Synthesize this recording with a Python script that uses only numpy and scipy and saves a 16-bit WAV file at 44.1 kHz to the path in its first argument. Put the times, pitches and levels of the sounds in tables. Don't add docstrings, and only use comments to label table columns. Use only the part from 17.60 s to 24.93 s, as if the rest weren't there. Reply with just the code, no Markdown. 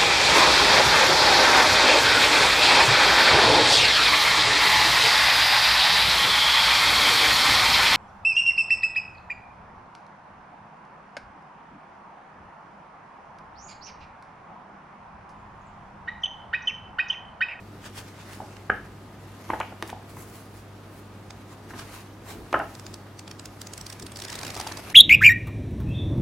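import sys
import numpy as np
from scipy import signal
from scipy.fft import rfft, irfft
from scipy.io import wavfile
from scipy.ndimage import uniform_filter1d

SR = 44100
rng = np.random.default_rng(int(sys.argv[2]) if len(sys.argv) > 2 else 0)


def to_wav(sig):
    pcm = np.clip(np.atleast_2d(sig), -1, 1) * 32767
    pcm = np.round(pcm).astype(np.int16)
    wavfile.write(sys.argv[1], SR, pcm.T)


N = 323253
TIME = np.arange(N) / SR
HZ = np.fft.rfftfreq(N, 1 / SR)


def amp(db):
    return 10 ** (np.asarray(db) / 20)


def unit(x):
    return x / np.sqrt(np.mean(x ** 2) + 1e-20)


def read(points, hz):
    f, value = np.transpose(points)
    return np.interp(np.log(hz + 1), np.log(f + 1), value)


def add(mix, s, sound):
    part = mix[..., max(round(s * SR), 0):][..., :sound.shape[-1]]
    part += sound[..., :part.shape[-1]]


def colour(x, gain):
    return irfft(rfft(x) * gain, x.shape[-1])


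def pair(x):
    # frequency_hz, left-right correlation
    likeness = [(100, 0.99), (300, 0.96), (1000, 0.72), (2000, 0.55), (4000, 0.26), (8000, 0.36),
                (11500, 0.37), (15000, 0.18)]
    same = np.clip(read(likeness, np.fft.rfftfreq(x.shape[-1], 1 / SR)), 0, .9995)
    mid = colour(x[0], np.sqrt((1 + same) / 2))
    side = colour(x[1], np.sqrt((1 - same) / 2))
    return np.array([mid + side, mid - side])


def room(x, gap_s=0.0017, onset_s=0.0029):
    # frequency_hz, t60_s (time to fall by 60 dB)
    decay = [(150, 0.57), (500, 0.36), (1400, 0.27), (3500, 0.57), (12000, 0.35)]
    hz, t, bands = signal.stft(pair(rng.standard_normal((2, SR // 2))), SR, nperseg=256)
    fall_db = -60 * t / read(decay, hz)[:, None]
    tail = signal.istft(bands * amp(fall_db), SR, nperseg=256)[1]
    tail *= np.clip((np.arange(tail.shape[1]) / SR - gap_s) / onset_s, 0, 1)
    return signal.fftconvolve(x[None], tail / np.linalg.norm(tail[0]), axes=1)[:, :N]


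def background():
    # frequency_hz, density_db (relative)
    rush_spectrum = [(20, -43), (35, -10), (55, 3), (75, -5.5), (140, 2.5), (170, -0.5), (330, 0),
                     (500, -7), (900, -7.5), (1600, -14.5), (2200, -19.5), (4500, -25.5), (9000, -33.5),
                     (16000, -38)]
    # frequency_hz, rms_db
    hum_tones = [(100, -49), (200, -59), (300, -68), (1233, -66.5)]
    rush = unit(colour(pair(rng.standard_normal((2, N))), amp(read(rush_spectrum, HZ))))
    hum = sum(amp(db) * unit(np.sin(2 * np.pi * (f * TIME + rng.random()))) for f, db in hum_tones)
    return amp(-46.5) * rush + hum


def waver(rate_hz):
    return unit(colour(rng.standard_normal(N), 1 / (1 + (HZ / rate_hz) ** 4)))


def friction(spectrum_db, grain_db, flutter_db):
    clumps = amp(grain_db * waver(2000) + flutter_db * waver(25))
    catches = rng.standard_normal((2, N)) * clumps
    bands = signal.stft(pair(catches), nperseg=512)[2]
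    flex = rng.standard_normal(bands.shape[1:])
    flex = uniform_filter1d(uniform_filter1d(flex, size=5, axis=0), size=12, axis=1)
    flexed = signal.istft(bands * amp(2.2 * unit(flex)), nperseg=512)[1][:, :N]
    hiss = colour(flexed, amp(spectrum_db))
    return hiss / np.std(colour(hiss.mean(0), (HZ > 3000) & (HZ < 9000)))


def swell(s, db, length):
    shape = 1.31
    return amp(db) * np.exp(-abs((TIME - s) / length) ** shape)


def sheets(held_db=-68.5):
    # frequency_hz, density_db (relative)
    sheet_spectrum = [(200, -13), (600, 10.5), (900, 8), (1500, 7), (2000, 7.5), (3200, 1), (5000, -1),
                      (8000, -5.5), (10000, -5), (13000, -5.5), (16000, -26)]
    # time_s, level_db
    riffle_slide = [(5.5, -81), (6.25, -59.5), (6.53, -63.5), (6.73, -52), (7.0, -49.5), (7.1, -51.5),
                    (7.33, -51.5)]
    # peak_s, level_db, half_length_s
    slides = [(1.92, -56, .17), (4.3, -59, .15), (4.92, -63, .15)]
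    hiss = friction(read(sheet_spectrum, HZ), grain_db=2.8, flutter_db=1.5)
    riffling = amp(np.interp(TIME, *np.transpose(riffle_slide), left=-np.inf))
    sliding_power = sum(swell(*slide) ** 2 for slide in slides)
    return hiss * np.sqrt(amp(held_db) ** 2 + riffling ** 2 + sliding_power)


def gloves(level_db=-4.5, neutral_db=-5):
    # peak_s, level_db (relative), half_length_s, brightness_db (top octave against the middle)
    rubs = [(0.259, -44, 0.033, -13), (0.386, -40.5, .028, -5.5), (0.484, -54.5, 0.031, -9),
            (0.61, -52, 0.09, -16), (0.738, -50.5, 0.051, -3), (0.92, -55, 0.13, -15),
            (2.289, -52, .022, 5), (2.504, -55, 0.021, -2), (2.611, -56, 0.062, 7.5), (2.77, -55, 0.086, 2),
            (2.976, -57.5, 0.042, 1.5), (3.376, -65.5, 0.066, 9), (3.918, -52, .03, -5),
            (4.102, -53, 0.017, -5), (4.196, -42.5, 0.039, -10), (4.36, -47, 0.059, -3),
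            (4.706, -43, 0.037, -2.5), (5.105, -56, 0.15, -1), (5.303, -61, .07, -19.5)]
    # frequency_hz, density_db (relative)
    glove_spectrum = [(200, 1.5), (500, -2.5), (1100, 3.5), (2000, -0.5), (3200, -4), (6000, -6.5),
                      (10000, -10), (16000, -16)]
    hiss = friction(read(glove_spectrum, HZ), grain_db=3.0, flutter_db=1.0)
    top = colour(hiss, 1 / (1 + (9000 / (HZ + 1)) ** 4))
    out = np.zeros((2, N))
    for s, db, length, bright_db in rubs:
        brightened = hiss + top * (amp(bright_db - neutral_db) - 1)
        out += swell(s, level_db + db, length) * brightened
    return out


def burst(envelope, gain):
    x = colour(rng.standard_normal(len(envelope)) * envelope, gain)
    return x * np.linalg.norm(envelope) / np.linalg.norm(x)


def snaps():
    # start_s, level_db (relative), rise_s, pitch_hz, crack_db (against the swing)
    buckles = [(0.8016, -27.5, 0.0014, 790, -25), (0.813, -38, .0055, 735, -28),
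               (1.097, -18, .0016, 836, 5.5), (1.894, -28.5, 0.00091, 880, -21),
               (1.901, -18, 0.0011, 976, -5.5), (1.9335, -22, 0.0029, 886, -10),
               (2.002, -24.5, 0.0039, 973, -6.5), (2.0105, -32, 0.00068, 1177, 7),
               (2.118, -41, 0.0059, 750, -4), (2.2254, -34.5, 0.0043, 386, -3),
               (2.291, -45.5, 0.0031, 1000, 10), (2.3262, -35.5, 0.0021, 390, 3.5),
               (2.5675, -40.5, 0.002, 1040, -5.5), (4.104, -46.5, 0.0028, 925, 7),
               (4.134, -40, .004, 930, 0.5), (4.19, -44, 0.0019, 930, 9), (4.929, -19, .00065, 1210, -8.5),
               (4.9402, -18.5, .0019, 733, 9.5), (4.952, -22.5, 0.0051, 1070, -29),
               (4.997, -28.5, 0.0032, 800, 2.5), (5.006, -26.5, 0.006, 860, -14)]
    # start_s, level_db (relative), crack_db
    flaps = [(6.834, -36, -7), (6.9645, -28, -20), (6.9995, -30.5, -15), (7.0668, -32.5, -18),
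             (7.113, -30, -3)]
    flap_rise_s, flap_hz = 0.0017, 860
    crack_ratio, crack_lag_s = 1.956, 0.002415
    pops = buckles + [(s, db, flap_rise_s, flap_hz, crack_db) for s, db, crack_db in flaps]
    swings = [(s, db, rise, hz) for s, db, rise, hz, _ in pops]
    cracks = [(s + crack_lag_s, db + crack_db, rise, crack_ratio * hz)
              for s, db, rise, hz, crack_db in pops]
    return swings + cracks


def cover(swing_cycles=1.12, low_hz=90, swing_db=-2, flurry_db=-1.5, hump_db=6, top=1.26, steep=4.06,
          ring_db=-10, room_db=-5, size=4096):
    # frequency_hz, density_db (relative)
    card_spectrum = [(60, 10), (130, -8.5), (350, 2.5), (510, -4), (750, 2.5), (1100, -1.5), (1600, 3.5),
                     (2000, -5.5), (3000, 2.5), (6000, -31)]
    # frequency_hz, level_db (relative), t60_s
    modes = [(338, -22, 0.28), (675, 3.5, 0.37), (830, 2.5, 0.28), (995, 12, 0.037), (1263, 7, 0.23),
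             (1308, 3.5, 0.29), (1420, -16, 0.14), (1620, -1, 0.14)]
    t, hz, out = TIME[:size], np.fft.rfftfreq(size, 1 / SR), np.zeros(N)
    for s, db, rise, pitch_hz in snaps():
        hump = amp(hump_db * np.exp(-(4 * (hz / pitch_hz - 1)) ** 2))
        panel = hump / np.hypot(1, (hz / (top * pitch_hz)) ** steep)
        u = t / rise
        envelope = np.roll(u * np.exp(1 - u), size // 2)
        flurry = burst(envelope, amp(read(card_spectrum, hz)) * panel)
        add(out, s - size / 2 / SR, amp(db + flurry_db) * flurry)
        u = t / min(rise, swing_cycles / pitch_hz)
        swing = np.sqrt(2) * u * np.exp(1 - u) * np.sin(2 * np.pi * pitch_hz * t)
        add(out, s, amp(db + swing_db) * swing)
    out = signal.lfilter(*signal.butter(2, low_hz, "high", fs=SR), out)
    t = TIME[:SR // 2]
    ring = sum(amp(db - 60 * t / t60) * np.sin(2 * np.pi * f * t) for f, db, t60 in modes)
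    rung = unit(signal.fftconvolve(out, ring)[:N]) * np.std(out)
    return out + amp(ring_db) * rung + amp(room_db) * room(out)


def pages():
    # centre_s, level_db (relative)
    flicks = [(0.968, -45.5), (3.7072, -38), (4.196, -40), (5.1528, -40), (5.1975, -39.5), (5.2666, -36),
              (5.3422, -35), (5.5946, -36.5), (5.6794, -38.5), (5.714, -36.5), (5.797, -37), (5.858, -35),
              (6.017, -33), (6.0716, -36), (6.1366, -34), (6.1793, -35.5), (6.2127, -36), (6.267, -35),
              (6.3014, -37), (6.3285, -37), (6.399, -40), (6.4265, -38.5), (6.467, -38), (6.521, -41),
              (6.5607, -37.5), (6.602, -37), (6.65, -36.5), (6.701, -35.5), (6.729, -33.5), (6.756, -33),
              (6.791, -35), (6.833, -32.5), (6.8518, -35), (6.868, -35.5), (6.905, -33), (6.976, -36),
              (7.001, -31.5), (7.0128, -31.5), (7.074, -30.5), (7.1223, -33.5), (7.174, -34.5),
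              (7.3026, -39)]
    # time_s, flick_length_s, colour_hz
    grip = [(3.7, 0.0025, 3900), (5.2, 0.002, 4830), (5.7, 0.0022, 4300), (6.1, 0.0023, 5900),
            (6.42, 0.0037, 5600), (6.8, 0.0025, 4640), (7.3, 0.0033, 4650)]
    start_s, end_s, count = 6.57, 7.0, 21
    level_db, spread_db, jitter = -38, 2.5, .3
    due, step = np.linspace(start_s, end_s, count, retstep=True)
    late, strength = rng.standard_normal((count, 2)).T
    stream = list(zip(due + jitter * step * late, level_db + spread_db * strength))
    at, length, colour_hz = np.transpose(grip)
    return [(s, db, np.interp(s, at, length), np.interp(s, at, colour_hz)) for s, db in flicks + stream]


def riffle(lead_db=-15, lead_s=0.013, trail_s=0.011, tilt=2.3, side_db=-6, right_db=1, room_db=-13, size=4096):
    # frequency_hz, density_db (relative)
    edge_spectrum = [(300, -9), (1200, 2), (2400, 1.5), (3600, 3), (5200, 6.5), (6800, 1), (8500, 1),
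                     (10500, -6), (12500, -15), (16000, -10)]
    t, hz = (np.arange(size) - size // 2) / SR, np.fft.rfftfreq(size, 1 / SR)
    out = np.zeros((2, N))
    knots = np.arange(0, SR / 2, 500)
    for s, db, length, colour_hz in pages():
        scrape = amp(lead_db) * np.exp(np.where(t < 0, t / lead_s, -t / trail_s))
        envelope = np.hypot(np.exp(-(t / length) ** 2), scrape)
        curl_db = np.interp(hz, knots, 3.3 * rng.standard_normal(len(knots)))
        slope = np.clip(hz, 2500, 10000) ** (tilt * np.log2(colour_hz / 5000))
        gain = amp(read(edge_spectrum, hz) + curl_db) * slope
        mid = burst(envelope, gain)
        side = amp(side_db) * burst(envelope, gain)
        add(out, s + t[0], amp(db) * np.array([mid + side, mid - side]))
    return out * amp([[-right_db], [right_db]]) + amp(room_db) * room(out.mean(0))


def ticks(low_hz=1300, crackle=0.18, fade_s=0.002, top_db=-4, room_db=-8):
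    # start_s, peak_db (before the room), band_top_hz
    releases = [(2.0014, -21.5, 3000), (2.2253, -15, 1370), (2.277, -30, 10000), (2.301, -25, 2480),
                (4.928, -20.5, 2000), (4.992, -32, 11300)]
    t, out = TIME[:1024], np.zeros(N)
    for s, db, top_hz in releases:
        release = (t == 0) + crackle * rng.standard_normal(len(t)) * np.exp(-t / fade_s)
        thin = signal.lfilter(*signal.butter(1, low_hz, "high", fs=SR), release)
        muffled = signal.lfilter(*signal.butter(1, min(top_hz, .45 * SR), fs=SR), thin)
        duller = signal.lfilter(*signal.butter(1, min(2 * top_hz, .45 * SR), fs=SR), muffled)
        tick = amp(top_db) * muffled + duller
        add(out, s, amp(db) * tick / abs(tick).max())
    return out + amp(room_db) * room(out)


def air():
    # peak_s, level_db, half_length_s
    puffs = [(2.58, -47, 0.062), (4.182, -47.5, 0.1), (4.772, -42.5, 0.086), (5.31, -47.5, 0.11),
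             (6.442, -43, 0.033), (6.752, -49, 0.21), (7.117, -48, 0.37)]
    # frequency_hz, density_db (relative)
    air_spectrum = [(20, -28), (50, -2.5), (100, -3), (200, -6), (350, -3.5), (600, -16.5), (1500, -30),
                    (5000, -37)]
    push = sum(amp(db) * np.exp(-((TIME - s) / length) ** 2) for s, db, length in puffs)
    return push * unit(colour(pair(rng.standard_normal((2, N))), amp(read(air_spectrum, HZ))))


def scene():
    return background() + sheets() + gloves() + cover() + riffle() + ticks() + air()


def record(dry):
    lowpass = signal.firwin(511, 16000, window=("kaiser", 9), fs=SR)
    return signal.oaconvolve(dry, lowpass[None], "same")


dry = scene()
out = record(dry)
to_wav(out)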